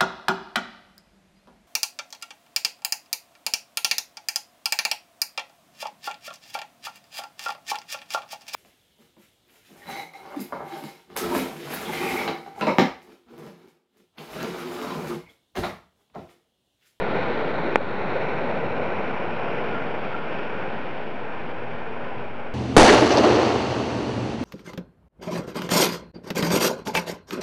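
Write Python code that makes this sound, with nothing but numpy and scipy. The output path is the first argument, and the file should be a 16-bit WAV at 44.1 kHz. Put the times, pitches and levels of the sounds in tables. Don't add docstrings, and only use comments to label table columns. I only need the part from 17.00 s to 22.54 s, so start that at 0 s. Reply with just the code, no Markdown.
import sys
import numpy as np
from scipy import signal
from scipy.fft import rfft, irfft
from scipy.io import wavfile
from scipy.ndimage import uniform_filter1d

SR = 44100
rng = np.random.default_rng(int(sys.argv[2]) if len(sys.argv) > 2 else 0)


def output_pcm(signal):
    pcm = np.clip(np.atleast_2d(signal).T, -1, 1) * 32767
    wavfile.write(sys.argv[1], SR, np.round(pcm).astype(np.int16))


def linear_from_db(decibels):
    return 10 ** (np.asarray(decibels, float) / 20)


N = 244314

POP_S = .758074
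MOTOR_HZ, MOTOR_START_S = 239.3, 4.58
SAG_HZ = 32

# middle in seconds, lowest pitch in Hz, length in seconds, level in dB.
CRACK_WHISTLES = [
    (2.764, 1380, 0.022, -34),
    (3.157, 1370, .024, -36),
]


def rms_one(x):
    return x / np.sqrt(np.mean(x ** 2) + 1e-20)


def track(rows, x):
    return np.interp(x, *np.transpose(rows))


def between(level, tilted, tilt):
    return level + (tilted - level) * tilt


def bell(x, centre, width):
    return np.exp(-.5 * ((x - centre) / width) ** 2)


def drift(count, t, rate):
    r = np.exp(-2 * np.pi * rate * (t[1] - t[0]))
    slow = signal.lfilter([1], [1, -2 * r, r * r], rng.standard_normal((count, len(t) + 200)))
    return rms_one(slow[:, 200:])


def wander(size):
    smooth = uniform_filter1d(rng.standard_normal(N), size=size)
    return rms_one(uniform_filter1d(smooth, size=size))


def ring(clicks, hz, t60):
    r, w = linear_from_db(-60 / (t60 * SR)), 2 * np.pi * hz / SR
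    return signal.lfilter([0, np.sin(w)], [1, -2 * r * np.cos(w), r * r], clicks + 1e-18)


def jet():
    # frequency in Hz, density in dB.
    roar = [(20, -30.5), (45, -29.5), (76, -15.5), (109, -5), (232, -4), (311, -5.5), (505, -3), (1010, -7),
            (1200, -10.5), (1700, -13.5), (2400, -16), (3000, -22), (3500, -26.5), (4100, -29.5)]
    # centre in Hz, width in Hz, level in dB.
    hollows = [(220, 50, 2), (470, 120, 3), (830, 70, 2), (1160, 70, -3), (1460, 100, 3), (2370, 160, 2)]
    # time in seconds, level in dB.
    burn = [(0, -28), (.35, -27.5), (.7, -29), (1.0, -28), (1.3, -28), (1.55, -29.5), (1.8, -29.5),
            (2.3, -30), (2.8, -30.5), (3.3, -32.5), (3.7, -33), (4.1, -34.5), (4.5, -35), (5.0, -35.5),
            (5.54, -36.5)]
    # time in seconds, tilt from 0 to 1.
    turning = [(0, 0.06), (.9, 0.25), (1.5, 0.36), (2.1, 0.6), (2.6, .75), (3.1, .93), (4.4, 1.0),
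               (5.54, 0.8)]
    # frequency level in Hz,
    # frequency tilted in Hz, width in Hz, depth level in dB, depth tilted in dB.
    dips = [(1650, 1665, 28, 8.5, 2), (1680, 1984, 38, -1.5, 6), (2030, 2180, 82, 0.5, 2),
            (2580, 4300, 376, 4, 7.5)]
    # centre in Hz, width in octaves, dB level, dB tilted.
    zones = [(266, 0.14, -1, -2.5), (520, 0.29, 1, -1), (55, 0.5, -1.5, 2), (110, 0.37, 0.3, 0.5),
             (1800, 0.65, 1.5, 2.5), (3830, 0.24, 3, -0.4)]
    # time in seconds, centre in Hz, length in seconds, change in dB.
    gusts = [(.03, 242, .06, -2.5), (.17, 2360, 0.093, 3.5), (.2, 95, .1, -3), (0.376, 139, .05, -8),
             (.55, 90, .06, 1), (.56, 797, 0.038, 2), (.66, 320, .07, 8.5), (.91, 620, 0.13, -3),
             (1.174, 560, .05, 5), (1.2, 95, .12, -6), (1.253, 2400, 0.11, 2.5), (1.05, 1450, .06, 0.5),
             (1.497, 520, 0.11, 3.5), (1.563, 227, 0.12, 4.5), (1.75, 480, 0.11, 3), (1.75, 100, .15, 3.5),
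             (1.718, 1850, 0.11, -2.5), (1.98, 2300, 0.045, 2.5), (2.2, 950, .05, 2.5),
             (2.25, 1900, 0.12, -2), (2.345, 270, .05, -6), (2.55, 380, 0.046, 4), (2.55, 3000, .12, 2),
             (.05, 420, .08, 3.5), (1.35, 1050, .08, 0.5), (3.95, 3000, .15, 2), (2.75, 95, 0.27, -6.5),
             (2.75, 238, 0.038, 5), (2.966, 610, 0.045, 3.5), (2.98, 1800, .07, -2),
             (3.222, 560, 0.033, -3.5), (3.32, 95, .1, -5), (3.35, 2830, .05, 4), (3.55, 1450, 0.074, 2),
             (3.6, 410, 0.11, 2.5), (3.72, 230, 0.049, 3), (3.8, 90, .2, -4), (4.08, 1300, 0.092, -3),
             (4.6, 85, 0.18, 4.5), (4.6, 440, .04, 1), (5.25, 90, 0.17, 7.5), (5.33, 1800, .1, -2.5),
             (5.39, 180, .05, -4)]
    gust_octaves = .22
    clear_hz, clear_db = 32, -7
    shared_db, patchy_db = .7, .5

    hz, t, frames = signal.stft(rng.standard_normal(N), SR, nperseg=1024, noverlap=768)
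    hz = np.maximum(hz, 1)[:, None]
    roar_hz, density_db = np.transpose(roar)
    shape = np.interp(np.log(hz), np.log(roar_hz), density_db, right=-120)
    for centre, width, db in hollows:
        shape = shape + db * bell(hz, centre, width)

    tilt = track(turning, t)
    tint = 0
    for centre_hz, width, level_db, tilted_db in zones:
        tint = tint + between(level_db, tilted_db, tilt) * bell(np.log2(hz / centre_hz), 0, width)
    for level_hz, tilted_hz, width_hz, level_db, tilted_db in dips:
        depth_db = between(level_db, tilted_db, tilt)
        tint = tint - depth_db * bell(hz, between(level_hz, tilted_hz, tilt), width_hz)

    octave = np.log2(hz[:, 0] / 1000)
    patch = np.clip(2 * octave + 11, 0, 15).astype(int)
    flicker = shared_db * drift(count=1, t=t, rate=45.0)
    flicker = flicker + patchy_db * drift(count=16, t=t, rate=6.4)[patch]
    for s, centre_hz, length, db in gusts:
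        flicker += db * bell(np.log2(hz / centre_hz), 0, gust_octaves) * bell(t, s, length)

    flicker += clear_db * bell(hz, MOTOR_HZ, clear_hz) * (t > MOTOR_START_S)
    for s, low_hz, length, _ in CRACK_WHISTLES:
        flicker += .35 * clear_db * bell(hz, low_hz + SAG_HZ, 2 * SAG_HZ) * bell(t, s, 1.5 * length)

    even = np.sqrt(np.mean(linear_from_db(2 * shape)[7:26]) * 19 / len(hz))
    gain = linear_from_db(shape + tint + flicker + track(burn, t)) / even
    return signal.istft(frames * gain, SR, nperseg=1024, noverlap=768)[1][:N]


def puffs():
    # middle in seconds, pitch in Hz, pitch width in Hz, length in seconds, level in dB.
    leaks = [(0.809, 550, 10, .003, -22), (2.81, 1400, 45, .008, -39), (3.196, 1420, 20, .012, -39),
             (2.765, 1300, 40, .012, -40), (4.71, 112, 4, .04, -45), (4.72, 156, 4, .04, -45),
             (1.166, 549, 20, 0.006, -24), (1.217, 506, 30, 0.005, -27), (4.91, 445, 6, .05, -42),
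             (5.2, 406, 4, .05, -42), (4.466, 200.6, 55, 0.03, -41), (5.098, 1002, 7.7, 0.078, -44.5)]
    t, out = np.arange(N) / SR, np.zeros(N)
    pitch_wander = wander(500)
    for s, hz, width_hz, length, db in leaks:
        phase = 2 * np.pi * np.cumsum(hz + width_hz * pitch_wander) / SR
        out += linear_from_db(db) * np.sqrt(2) * np.sin(phase) * bell(t, s, length)
    return out


def whistles():
    flutter_db = 3
    t, out = np.arange(N) / SR, np.zeros(N)
    for s, hz, length, db in CRACK_WHISTLES:
        pitch = hz + SAG_HZ * np.minimum(((t - s) / length) ** 2, 9)
        phase = 2 * np.pi * np.cumsum(pitch) / SR
        out += linear_from_db(db) * np.sqrt(2) * np.sin(phase) * bell(t, s, length)
    return out * linear_from_db(flutter_db * wander(300) - 0.5)


def pop():
    # frequency in Hz, level in dB, time to fall 60 dB in seconds.
    modes = [(490, -6.3, .0113), (750, -1.8, .0116), (1120, 5.9, .003), (2410, 19.7, .0033),
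             (3090, 16, .004)]
    # delay in seconds, level in dB.
    echoes = [
        (0, -.97),
        (.0022, -13.2),
        (.00337, -16),
    ]
    width_s, rumble_cut_hz = .000146, 116
    t = np.arange(N) / SR
    blow = sum(linear_from_db(db) * bell(t, POP_S + delay, width_s) for delay, db in echoes)
    blow = np.gradient(blow) / (width_s * np.sqrt(2 * np.pi))
    rings = sum(linear_from_db(db) * ring(blow, hz, t60) / (2 * np.pi * hz) for hz, db, t60 in modes)
    return signal.lfilter(*signal.butter(2, rumble_cut_hz, "high", fs=SR), rings)


def motor():
    rise_s, level_db = .03, -46.3
    t = np.arange(N) / SR
    phase = 2 * np.pi * MOTOR_HZ * t
    level = linear_from_db(level_db) * np.sqrt(2) * np.clip((t - MOTOR_START_S) / rise_s, 0, 1)
    return level * (np.sin(phase) + linear_from_db(-18) * np.sin(phase / 2))


def scene():
    return (jet() + puffs() + whistles() + pop() + motor())[None]


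def mirrored(x):
    # distance above half the low rate in Hz, level in dB.
    first_image = [(0, 0), (1350, -24.8), (2600, -47), (3100, -55), (3350, -62), (3600, -75), (4000, -95)]
    # distance above the low rate in Hz, level in dB.
    second_image = [(0, -125), (900, -90), (1300, -65), (2400, -59), (2600, -110), (4000, -120)]
    low_rate = 8000
    lines = rfft(np.concatenate([x, x[::-1]]))
    half = N * low_rate // SR
    above_hz = np.arange(half) * SR / N / 2
    lines[half:] = 0
    lines[half:2 * half] = np.conj(lines[half:0:-1]) * linear_from_db(track(first_image, above_hz))
    lines[2 * half:3 * half] = lines[:half] * linear_from_db(track(second_image, above_hz))
    return irfft(lines, 2 * N)[:N]


def starved_top(x):
    # frequency in Hz, share of patches that survive.
    survival = [(6750, .8), (7050, .45), (7300, .08), (7500, .02), (9000, .03), (9400, .16), (10400, .1)]
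    from_hz, frame = 6750, 2048
    hz, t, frames = signal.stft(x, SR, "cosine", frame, boundary="even")
    patch = np.arange(len(hz)) // 5
    spare = 2 * rng.random(len(t)) ** 2 * 1.5 * linear_from_db(4 * drift(count=1, t=t, rate=1.5)[0])
    chance = rng.random((patch[-1] + 1, len(t)))[patch]
    kept = chance < track(survival, hz)[:, None] * spare
    return signal.istft(frames * (kept | (hz < from_hz)[:, None]), SR, "cosine", frame)[1][:N]


def low_pass(x):
    return signal.sosfilt(signal.butter(12, 13100, fs=SR, output="sos"), x)


def record(dry):
    duck_db, recover_s = -5, .22
    ceiling, trough, offset = .95, -.954, -.0386
    t = np.arange(N) / SR
    since = t - POP_S - .003
    duck = np.clip(since / .003, 0, 1) * np.exp(-np.maximum(since, 0) / recover_s)
    clipped = np.minimum(dry[0] * linear_from_db(duck_db * duck), ceiling)
    fine = np.maximum(starved_top(mirrored(clipped)), trough)
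    nulled = signal.filtfilt(*signal.iirnotch(3950, 20, fs=SR), fine)
    nulled = nulled + 1.2 * signal.filtfilt(*signal.iirpeak(3600, 7, fs=SR), fine)
    fine = fine + (nulled - fine) * np.minimum(1, 1.5 * bell(since, -.002, .005))
    closing = 1 - .7 * bell(t, N / SR, .0006)
    top_cut = signal.cheby2(8, 35, 13600, fs=SR, output="sos")
    mix = (signal.sosfiltfilt(top_cut, fine) + offset)[None] * closing
    return low_pass(mix)


dry = scene()
out = record(dry)
output_pcm(out)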